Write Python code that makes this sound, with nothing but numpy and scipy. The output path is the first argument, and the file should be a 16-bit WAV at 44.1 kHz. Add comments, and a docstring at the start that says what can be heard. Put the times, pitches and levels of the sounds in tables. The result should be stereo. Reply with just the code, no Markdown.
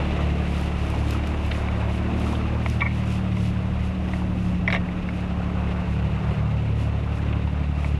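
"""A low, throbbing boom over churning water: an off-road 4x4 crawls out of a muddy pond.
Its six-cylinder engine lugs at low revs, and the firing pulses leave the pipe as a harmonic series.
The tyres stir up ringing bubbles, crack sticks and drop clods of mud into the water.
Someone walks alongside through long grass with a camera, in a light wind: stems swish and snap,
and the camera's plastic case creaks in the hand by stick-slip friction."""
import sys
import numpy as np
from scipy import signal
from scipy.fft import rfft, irfft, next_fast_len
from scipy.io import wavfile
from scipy.ndimage import uniform_filter1d, map_coordinates

SR = 44100
rng = np.random.default_rng(int(sys.argv[2]) if len(sys.argv) > 2 else 0)


def materialize(psi):
    """Save the field psi as 16-bit PCM at rate SR to the path in sys.argv[1].

    A 1-D psi becomes a single channel; in a 2-D psi each row is a channel.
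    """
    bounded = np.clip(np.atleast_2d(psi).T, -1, 1)
    quanta = np.round(bounded * 32767).astype(np.int16)
    wavfile.write(sys.argv[1], SR, quanta)


N = 352359
TIME_S = np.arange(N) / SR


def amp(db):
    """Decibels to amplitude ratio."""
    return 10 ** (np.asarray(db) / 20)


def unit(x):
    """Normalise to rms 1."""
    return x / np.sqrt(np.mean(x ** 2) + 1e-20)


def along(points, hz):
    """Interpolate each column after the frequency on a log axis."""
    f, *cols = np.transpose(points)
    return [np.interp(np.log(hz + 1), np.log(f + 1), c) for c in cols]


def curves(rows):
    """Interpolate each column after the time to one value per sample."""
    s, *cols = np.transpose(rows)
    return [np.interp(TIME_S, s, c) for c in cols]


def wobble(knots_per_s):
    """Slow random modulation: a spline through Gaussian knots."""
    knots = rng.standard_normal(1024)
    coarse = np.arange(0, N + 64, 64)
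    spline = map_coordinates(knots, [coarse * knots_per_s / SR], mode="wrap")
    return np.interp(np.arange(N), coarse, spline)


def filtered(x, response):
    """Linear filtering: the spectrum times a frequency response."""
    size = next_fast_len(N + 8192)
    return irfft(rfft(x, size) * response(np.fft.rfftfreq(size, 1 / SR)), size)[..., :N]


def coloured(x, spectrum):
    """Shape x by rows of frequency_hz, gain_db; the result has rms 1."""
    return unit(filtered(x, lambda hz: amp(along(spectrum, hz)[0])))


def noise():
    """Two uncorrelated white noises; for airborne sound, the direct and the scattered part."""
    return rng.standard_normal((2, N))


def add(track, s, sound):
    """Superpose a sound at time s."""
    start = int(np.clip(round(s * SR), 0, N - 1))
    track[..., start:start + sound.shape[-1]] += sound[..., :N - start]


def ports(pair):
    """Acoustic shadowing: the housing leaves the left microphone port notched and late."""
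    # left port against right: frequency_hz, level_db, phase_rad, coherence
    shadow = [(60, -.3, 0, .99), (430, 0, -.05, .99), (620, .3, -1, .86), (780, -6, -1.7, .8),
              (960, -17, -2.4, .5), (1120, -14, -3.9, .78), (1450, -8.5, -4.6, .87), (1650, -3.5, -5.1, .8),
              (2000, -6, -5.9, .85), (2650, -7.5, -6.3, .9), (3100, -13, -7.2, .6), (3350, -12, -10.9, .7),
              (4900, -4.5, -14.5, .66), (7000, -3.5, -14.7, .7), (10000, -2.5, -15.6, .45)]

    def mixing(hz):
        left_db, phase, coherence = along(shadow, hz)
        shade, angle = amp(left_db), np.arccos(coherence) / 2
        centre = np.sqrt(1 + shade ** 2 + 2 * coherence * shade * np.cos(phase)) / 2
        left = shade * np.exp(1j * phase)
        direct, scattered = np.cos(angle), np.sin(angle)
        return np.array([[left * direct, left * scattered], [direct, -scattered]]) / centre
    return filtered(pair, mixing).sum(axis=1)


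def breeze():
    """Turbulent pressure: a light wind ruffles each port independently."""
    gust_db = -42.5 + 3 * wobble(5)
    spectrum = [(10, -4), (25, 0), (60, -3), (150, -8), (300, -22), (600, -70)]
    return amp(gust_db) * coloured(noise(), spectrum)


def swish_gain(rustle_db=-58, rustle_db_per_s=-0.84, rise_share=0.56):
    """Incoherent sources add in power: swishes over a rustle that fades as the walker slows."""
    # swishes in the grass; at 4.74 s, the bright hiss of the case's creak: peak_s, level_db, length_s
    swishes = [(0.6, -49, 0.16), (0.892, -53, 0.23), (1.005, -51, 0.042), (1.12, -48, 0.1),
               (1.29, -54, 0.062), (1.48, -54, .13), (1.58, -49.5, 0.078), (1.79, -58, 0.063),
               (1.95, -52.5, 0.078), (2.292, -49, 0.16), (2.716, -49.5, 0.11), (2.978, -53, 0.066),
               (3.129, -48.5, 0.1), (3.45, -50, 0.11), (3.863, -54, 0.065), (4.157, -54, 0.12),
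               (4.459, -56, 0.13), (4.74, -53, 0.037), (5.18, -57.5, 0.095), (5.925, -59, 0.06),
               (6.318, -60, .1), (6.824, -53.5, .08), (7.172, -55.5, 0.059), (7.863, -54, 0.12)]
    power = amp(rustle_db + rustle_db_per_s * TIME_S) ** 2
    for s, db, length in swishes:
        width = length * np.where(TIME_S < s, rise_share, 1 - rise_share)
        power += amp(db) ** 2 * np.exp(-np.minimum(((TIME_S - s) / width) ** 2, 50))
    return np.sqrt(power)


def grass(grain_db=1.5, flicks_per_s=420, spread_db=4.5, crackle_db=-7):
    """Friction noise: brushed stems swish, and single blades flick past as random impulses."""
    # spectrum of brushed stems: frequency_hz, gain_db
    stems = [(1200, -30), (2500, 15), (4000, 5), (6000, 1.5), (8500, -4.5), (10000, -2.5), (12500, -13.5),
             (14000, -23)]
    grains = amp(grain_db * unit(uniform_filter1d(rng.standard_normal(N), size=48)))
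    flick_size = amp(spread_db * np.minimum(rng.standard_normal(N), 2))
    flicks = unit((rng.random(N) < flicks_per_s / SR) * flick_size * np.sign(noise()))
    swish = unit(noise() * grains)
    return amp(3) * swish_gain() * coloured(swish + amp(crackle_db) * flicks, stems)


def snaps(t60=0.017):
    """Brittle fracture: a stem breaks with a bright, decaying burst of noise."""
    # breaking stems: start_s, level_db
    breaks = [(0.613, -38), (0.9016, -33), (1.0829, -37), (1.108, -25.5), (1.1348, -33), (1.272, -31),
              (1.4629, -38), (2.199, -36), (2.6994, -30)]
    spectrum = [(800, -10), (3500, 13), (6000, 6), (9000, 1.5), (13000, -0.5)]
    out, t = np.zeros((2, N)), np.arange(2048) / SR
    for s, db in breaks:
        add(out, s, amp(db - 9 - 60 * t / t60) * rng.standard_normal((2, len(t))))
    return filtered(out, lambda hz: amp(along(spectrum, hz)[0]))


def squeaks(t60=0.029, waver_hz=170, rise_s=0.00096):
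    """Damped vibration: a stiff edge of the case rings at one high, unsteady pitch."""
    # the hardest slips: start_s, level_db, pitch_hz
    slips = [(4.6775, -38, 5270), (4.688, -40, 5400), (4.7045, -33, 4450), (4.7258, -29.5, 5230),
             (4.74, -36, 4070)]
    out, t = np.zeros((2, N)), np.arange(4096) / SR
    for s, db, hz in slips:
        pitch = hz + waver_hz * unit(uniform_filter1d(rng.standard_normal((2, len(t))), size=64))
        envelope = amp(db - 60 * t / t60) * (1 - np.exp(-t / rise_s))
        add(out, s, envelope * np.sin(2 * np.pi * np.cumsum(pitch, axis=1) / SR))
    return out


def creaks(detune=0.0053, port_spread_rad=0.83, judder=0.12, slip_t60=0.046, crunch_t60=0.031):
    """Stick-slip friction excites the modes of the plastic case, which shakes both ports directly."""
    # slips under the fingers: start_s, level_db, slip_hz, hollow_db, edge_db, ring_ratio, rise_s
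    slips = [(1.686, -19, 2089, 8, -8, 0.41, .0003), (2.6614, -13, 2080, 5, -9, 0.46, 0.00038),
             (2.8064, -17.5, 2030, -1, 5, 0.85, 0.0023), (2.8165, -11.5, 2280, -3, -18, 1.6, .001),
             (2.8212, -12, 1870, 11.5, -8, 0.99, 0.0018), (2.8516, -21, 2170, 10, -18, 1.4, .003),
             (2.8605, -15.5, 2280, 2, -13, 1.5, 0.004), (2.9083, -30, 2150, -10, -2.5, 0.85, 0.00099),
             (3.3695, -26.5, 2090, 14, -6, 1.2, 0.00031), (4.1353, -18.5, 2120, 7, -10, 0.5, .0003),
             (4.6763, -11, 2284, -11, -3.5, 0.97, 0.00044), (4.6805, -14.5, 1050, 7, -4, 0.65, 0.00043),
             (4.7025, -14.5, 2050, 5, 1.5, 0.69, 0.00026), (4.7103, -24, 2180, 0, -6, 0.52, .0005),
             (4.7253, -14, 2290, -4, 6, 0.46, 0.00035), (4.7305, -14, 2084, -1, 1.5, 0.53, 0.00031),
             (4.7412, -14, 1370, 14, 4.5, 0.5, .0003), (4.7486, -12, 2050, -6, -3, 0.37, .0003),
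             (4.7553, -19.5, 2500, 1, 5, 0.47, .0005), (4.7612, -16.5, 1990, 1, 1, 0.88, 0.00038),
             (4.7655, -20.5, 2100, 1, -4, .35, .0005), (4.7755, -30, 1860, -10, -10, 1.4, .002),
             (4.888, -29, 2150, 0, -31, 0.49, .0005), (5.0887, -18.5, 2090, 0, -11, 0.49, 0.00019),
             (7.8452, -18.5, 2060, 5, -8, 0.53, .0003)]
    # modes of the case, before each slip scales them: pitch_hz, level_db, t60_s
    modes = [(577.2, -8, 0.12), (669.7, -3.5, 0.081), (992, -3, 0.028), (1137, -5.5, 0.036),
             (1410, -7, 0.027), (1860, -4.5, 0.058), (2017, -0.5, 0.038), (2173, 4, 0.035),
             (2285, 0, 0.038), (2400, -15, 0.022), (2730, -7, 0.036), (3220, -9, 0.018), (3450, -13, 0.035),
             (3710, -13, 0.045), (4500, -27, 0.018), (5370, -22, 0.024), (5650, -36, .016)]
    # spectrum of gritty edges scraping: frequency_hz, gain_db
    scrape = [(500, -28), (1500, 2), (2200, 8.5), (3000, -4), (3850, 1), (4300, -40), (5400, -17),
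              (6500, -26), (12000, -43)]
    out, t = np.zeros((2, N)), np.arange(8000) / SR
    hz, mode_db, t60 = np.transpose(modes)[:, :, None]
    scrape_gain = amp(along(scrape, np.fft.rfftfreq(len(t), 1 / SR))[0])
    for s, db, slip_hz, hollow_db, edge_db, ring_ratio, rise_s in slips:
        knock_db = 18 - 32.5 * ring_ratio  # a tight grip rings less and knocks more
        colour_db = np.select([hz < 800, hz < 1300, hz > 2600], [knock_db, hollow_db, edge_db])
        resonance_db = 5.5 * np.exp(-((hz - slip_hz) / 64) ** 2)  # modes near the slip rate gain most
        size = amp(mode_db + colour_db + resonance_db)
        phase = rng.uniform(0, 2 * np.pi, hz.shape)
        phase = phase + port_spread_rad * rng.standard_normal((2, len(hz), 1))
        pitch = hz * (1 + detune * rng.standard_normal(hz.shape))
        attack = 1 - np.exp(-t / rise_s)
        envelope = attack * amp(-60 * t / (t60 * ring_ratio))
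        shell = (size * envelope * np.sin(2 * np.pi * pitch * t + phase)).sum(axis=1)
        judder_fade = amp(edge_db - 60 * t / (slip_t60 * ring_ratio))
        force = (t == 0) + judder * rng.standard_normal(len(t)) * judder_fade
        ring = signal.fftconvolve(shell, force[None], axes=1)[:, :len(t)]
        mid, side = unit(irfft(rfft(rng.standard_normal((2, len(t)))) * scrape_gain))
        crunch = (mid + 0.5 * side * [[1], [-1]]) * attack * amp(edge_db - 13 - 60 * t / crunch_t60)
        add(out, s, amp(db) * (ring / np.abs(ring).max() + crunch))
    return out * amp([[-1], [1.5]])


def sticks(t60=0.039):
    """Damped fracture: wet wood breaks with a short, dull burst in one band."""
    # sticks under the tyres: start_s, level_db, pitch_hz
    cracks = [(1.5127, -24, 3450), (1.5142, -23.5, 2150), (1.5486, -27, 2300), (2.352, -27.5, 3342),
              (7.327, -27.5, 2730)]
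    out, t = np.zeros((2, N)), np.arange(2048) / SR
    for s, db, hz in cracks:
        wood = signal.butter(3, [0.78 * hz, 1.13 * hz], "bandpass", fs=SR)
        burst = signal.lfilter(*wood, rng.standard_normal(len(t)) * amp(-60 * t / t60))
        add(out[0], s, amp(db) * burst / np.abs(burst).max())
    return out


def plops(t60=0.026, rise_s=0.0004):
    """Bubble resonance: each falling clod traps one pocket of air, which rings with rising pitch."""
    # mud clods hit the water: start_s, level_db, pitch_hz
    clods = [(0.026, -18, 820), (0.19, -20, 1170), (0.939, -20, 940), (1.148, -20, 1250),
             (2.332, -20, 1000), (4.219, -21, 909.5), (4.822, -26, 390), (7.474, -21, 909.6)]
    out, t = np.zeros((2, N)), np.arange(4096) / SR
    for s, db, hz in clods:
        envelope = amp(db - 2.5 - 60 * t / t60) * (1 - np.exp(-t / rise_s))
        add(out[0], s, envelope * np.sin(2 * np.pi * hz * t * (1 + 2 * t)))
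    return out


def bubbles(count=2600, centre_hz=864, log_spread=0.547, cycles=6.6, spread_db=2.5):
    """Bubbles are damped oscillators whose pitch rises as they near the surface."""
    when, side = rng.random((count, 2)).T
    hz = np.clip(centre_hz * np.exp(log_spread * rng.standard_normal((count, 1))), 250, 2600)
    size = amp(spread_db * np.minimum(rng.exponential(size=(count, 1)), 4))
    size *= np.minimum(1, 1500 / hz)  # small bubbles are faint
    step = np.arange(1024)
    age = hz * step / SR / cycles
    envelope = size * np.exp(-2 * age) * (1 - np.exp(-12 * age))
    tone = envelope * np.sin(2 * np.pi * cycles * age * (1 + 0.054 * age))
    where = ((when * N).astype(int)[:, None] + step).ravel()
    shares = np.cos(2 * np.pi * side), np.sin(2 * np.pi * side)
    return unit(np.array([np.bincount(where, (tone * s[:, None]).ravel(), N)[:N] for s in shares]))


def churn(water_db, slosh_db=1.13):
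    """Turbulence and air entrainment: tyre lugs stir muddy water into a bubbling wash."""
    # spectrum of the wash: frequency_hz, gain_db
    water = [(250, -43), (450, -4), (670, -0.5), (850, -5), (1200, -6), (1600, -11), (3000, -33),
             (8000, -60)]
    froth = coloured(bubbles(), [(200, 8), (500, 1), (1200, 2.5), (3000, 6)])
    wash = coloured(noise(), water) + 0.63 * froth
    return amp(water_db + 1 + slosh_db * wobble(12)) * unit(wash)


def drivetrain():
    """Random vibration: axles and big tyres rumble over the soft ground."""
    # rumble, strongest in the deep mud: time_s, level_db
    wading = [(0.0, -36), (2.5, -30), (3.3, -33.5), (4.5, -28.5), (5.45, -33), (6.2, -38), (8.0, -39)]
    # spectrum of the rumble: frequency_hz, gain_db
    rumble = [(15, -23), (26, -2), (38, 4), (55, -1), (90, 1), (160, -6.5), (230, -5), (330, -17),
              (600, -76)]
    rumble_db, = curves(wading)
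    return amp(rumble_db - 3.5) * coloured(noise(), rumble)


def puffs(beats, sharpness, imbalance):
    """Amplitude modulation: a swell at each firing, two to a beat, every second one weaker."""
    swell = np.exp(sharpness * (np.cos(4 * np.pi * beats) - 1))
    return unit(swell * (1 + imbalance * np.cos(2 * np.pi * beats)))


def engine_bay(beats, clatter_db, rattle_db=1.54):
    """Modulated noise: valves and fan hiss, ticking faintly with the firings."""
    # spectrum of valves and fan: frequency_hz, gain_db
    hiss = [(800, 0), (1500, -16), (1900, 1), (2300, 0.5), (2700, 3), (3200, -7), (3700, -7.5), (4400, -16),
            (6000, -22), (9000, -31), (14000, -46)]
    ticking = puffs(beats, sharpness=0.039, imbalance=0.038) * amp(rattle_db * wobble(70))
    return amp(clatter_db + 0.5) * coloured(noise() * ticking, hiss)


def exhaust_gas(beats, rasp_db):
    """Jet noise: turbulent gas leaves the pipe with each firing."""
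    # spectrum of the jet: frequency_hz, gain_db
    rasp = [(120, -32), (200, 1.5), (300, -3), (400, 2), (520, -3.5), (700, -12), (1200, -17.5),
            (3000, -62)]
    return amp(rasp_db + 1.5) * coloured(noise() * puffs(beats, sharpness=0.33, imbalance=0.078), rasp)


def hum():
    """Interference: a second low tone glides up through the boom and makes it throb."""
    # the hum on the climb: time_s, pitch_hz, level_db
    glide = [(5.3, 60.06, -60), (5.7, 62.5, -40), (6.3, 66.65, -34), (6.65, 66.9, -38), (6.9, 74.6, -44),
             (7.2, 81, -39), (8.0, 82, -42)]
    hz, db = curves(glide)
    return np.sqrt(2) * amp(db) * np.sin(2 * np.pi * np.cumsum(hz) / SR)


def boom_dips(half_length_s=0.01):
    """Amplitude modulation: brief dips in the loudness of the low boom."""
    # dips in the boom: centre_s, loss_db
    dips = [(3.96, 8), (5.83, 5), (6.195, 6), (6.345, 9)]
    loss_db = sum(db * np.exp(-np.minimum(((TIME_S - s) / half_length_s) ** 2, 50)) for s, db in dips)
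    return amp(-loss_db)


def exhaust(beats, line_db, flutter_db=0.5, waver_db=2.0, lope_share=0.43, drift_rad=0.51):
    """Periodic firing pulses radiate harmonics from the pipe; unequal cylinders add weak lines between."""
    # echoes smear the pulses, which sharpen once the pipe is close: time_s, smear_rad, unevenness
    pulses = [(0.0, 4.2, 0.13), (1.1, 4.2, 0.09), (2.2, 1.5, 0.06), (3.4, 4.5, 0.05), (4.5, 5.3, .12),
              (5.3, 3.8, 0.16), (6.0, 1.91, 0.15), (6.6, 1.72, .05), (7.0, 1.33, 0.07), (7.6, .5, .04),
              (8.0, .4, 0.1)]
    # lines of unequal cylinders, against the drone: cycle_multiple, level_db, swell_share, slope_db_per_s
    uneven = [(3, -12, 0, -.9), (7, -20, 0, .4), (8, -13.5, 0, 1.1), (11, -18, 0, .6), (13, -16.5, 1, 0),
              (14, -12.5, .6, 0), (17, -23, .5, 0)]
    # upper lines, against the growl level: cycle_multiple, level_db, slope_db_per_s
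    overtones = [(18, -4.5, 0), (20, -14, 0), (21, -7, 1.5), (22, -16, 0), (23, -18, 0), (24, -6.5, .3),
                 (25, -12, 0), (26, -16, 0), (27, -8, -1), (29, -20, -1), (30, -17, 0), (36, -21, 1)]
    # the growl swells each time the engine pulls: time_s, level_db
    pulls = [(0.0, -36), (0.8, -40.5), (1.15, -35.5), (1.8, -40.5), (2.1, -32.5), (2.9, -40), (3.15, -41),
             (3.55, -39), (3.85, -43.5), (4.2, -37), (4.5, -38.5), (5.4, -42), (5.8, -43.5), (7.15, -43),
             (7.3, -38), (7.5, -42.5), (8.0, -40.5)]
    smear, unevenness = curves(pulses)
    growl_db, = curves(pulls)
    beat_phase = 2 * np.pi * beats
    cycle_phase = beat_phase / 3

    def harmonic(k, db):
        """Phase dispersion: the middle of the boom rings on after each pulse."""
        lag = smear * (k - 3.25) * np.exp(-(k - 3.5) ** 4)
        return amp(db) * np.sin(k * beat_phase - lag)

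    def line(multiple, db):
        """Phase coherence: a weak, wavering line keeps closer step when the pulses are sharp."""
        offset = np.tanh(smear) * (rng.uniform(-np.pi, np.pi) + drift_rad * wobble(1.99))
        return amp(db + waver_db * wobble(3.7)) * np.sin(multiple * cycle_phase + offset)

    *boom, drone = [harmonic(k, db) for k, db in enumerate(line_db, 2)]
    strength = boom_dips() * amp(flutter_db * wobble(14))
    strength *= 1 + unevenness * (wobble(36) + lope_share * np.cos(cycle_phase))
    drone_db = line_db[-1].mean()
    swell_db = line_db[-1] - drone_db
    from_middle_s = TIME_S - N / 2 / SR
    lope = sum(line(k, drone_db + db + share * swell_db + slope * from_middle_s)
               for k, db, share, slope in uneven)
    growl = sum(line(k, growl_db + db + slope * from_middle_s) for k, db, slope in overtones)
    # the pipe's drone rings on through the dips in the boom
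    return -np.sqrt(2) * (strength * sum(boom) + amp(0.1) * drone + lope + growl)


def scene():
    """Superposition of all sources; one engine speed times the boom, the gas and the ticking."""
    # exhaust beat (three to an engine cycle) and its harmonics:
    # time_s, beat_hz, second_db, third_db, fourth_db, fifth_db
    engine = [(0.03, 36.48, -24, -33.5, -30.5, -34), (0.43, 36.3, -26, -36.5, -32, -31),
              (1.18, 36.24, -26, -29, -37.5, -38.5), (1.22, 36.6, -28, -36, -50, -36),
              (1.28, 36.84, -25, -36, -35.5, -38), (1.84, 36.35, -27.5, -27, -55, -33),
              (2.08, 37.4, -27, -32, -43, -32), (2.68, 37.95, -26.5, -28, -40, -34.5),
              (2.92, 38.23, -28, -27, -32, -32), (3.25, 37.1, -30, -27, -41, -28),
              (3.4, 36.4, -31, -25, -34, -27.5), (3.71, 37.1, -28, -29, -37, -31.5),
              (3.98, 36.96, -28, -34, -42, -30.5), (4.53, 36.0, -30.5, -28.5, -46, -26),
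              (4.57, 35.95, -29, -46, -35, -27), (4.62, 36.06, -31.5, -29.5, -39, -26),
              (4.95, 36.0, -32.5, -35.5, -45, -31), (5.68, 36.08, -27.5, -32, -37, -29.5),
              (6.38, 36.9, -30, -27, -27.5, -32), (6.8, 36.37, -27.5, -24.5, -33, -36.5),
              (7.09, 36.02, -26.5, -30.5, -35, -37), (7.35, 36.28, -26.5, -26, -34, -33),
              (7.64, 36.6, -25, -37, -30.5, -36.5), (7.95, 36.0, -24.5, -30.5, -31, -39)]
    # loud in the pond, easing off, then digging into the bank: time_s, rasp_db, water_db, clatter_db
    effort = [(0.0, -38, -35.5, -38), (0.7, -43, -39, -41), (2.2, -43, -37, -42.5),
              (2.9, -51.5, -40.5, -42.5), (3.6, -49, -41.5, -45), (4.85, -45.5, -42, -46),
              (5.7, -42.5, -39, -43.5), (6.15, -44, -41, -43.5), (6.33, -44, -39.5, -43.5),
              (6.6, -45, -42, -45), (7.1, -43.5, -42, -45.5), (7.28, -43.5, -39.5, -45),
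              (7.55, -51.5, -42, -45.5), (8.0, -48, -42, -44.5)]
    beat_hz, *line_db = curves(engine)
    rasp_db, water_db, clatter_db = curves(effort)
    beats = np.cumsum(beat_hz * (1 + 0.0023 * wobble(18))) / SR
    vehicle = exhaust_gas(beats, rasp_db) + engine_bay(beats, clatter_db) + drivetrain()
    ground = churn(water_db) + plops() + sticks() + grass() + snaps()
    boom = (exhaust(beats, line_db) + hum()) * amp([[-0.15], [0.15]])
    return boom + ports(vehicle + ground) + creaks() + squeaks() + breeze()


def record(dry):
    """Band limiting: a steep low-pass removes the top treble; short fades keep the ends from clicking."""
    cutoff_hz = 13400
    from_edge = np.minimum(np.arange(N), np.arange(N)[::-1])
    fade = np.minimum(from_edge / 64, 1)
    return filtered(dry * fade, lambda hz: 1 / (1 + (hz / cutoff_hz) ** 80))


dry = scene()
out = record(dry)
materialize(out)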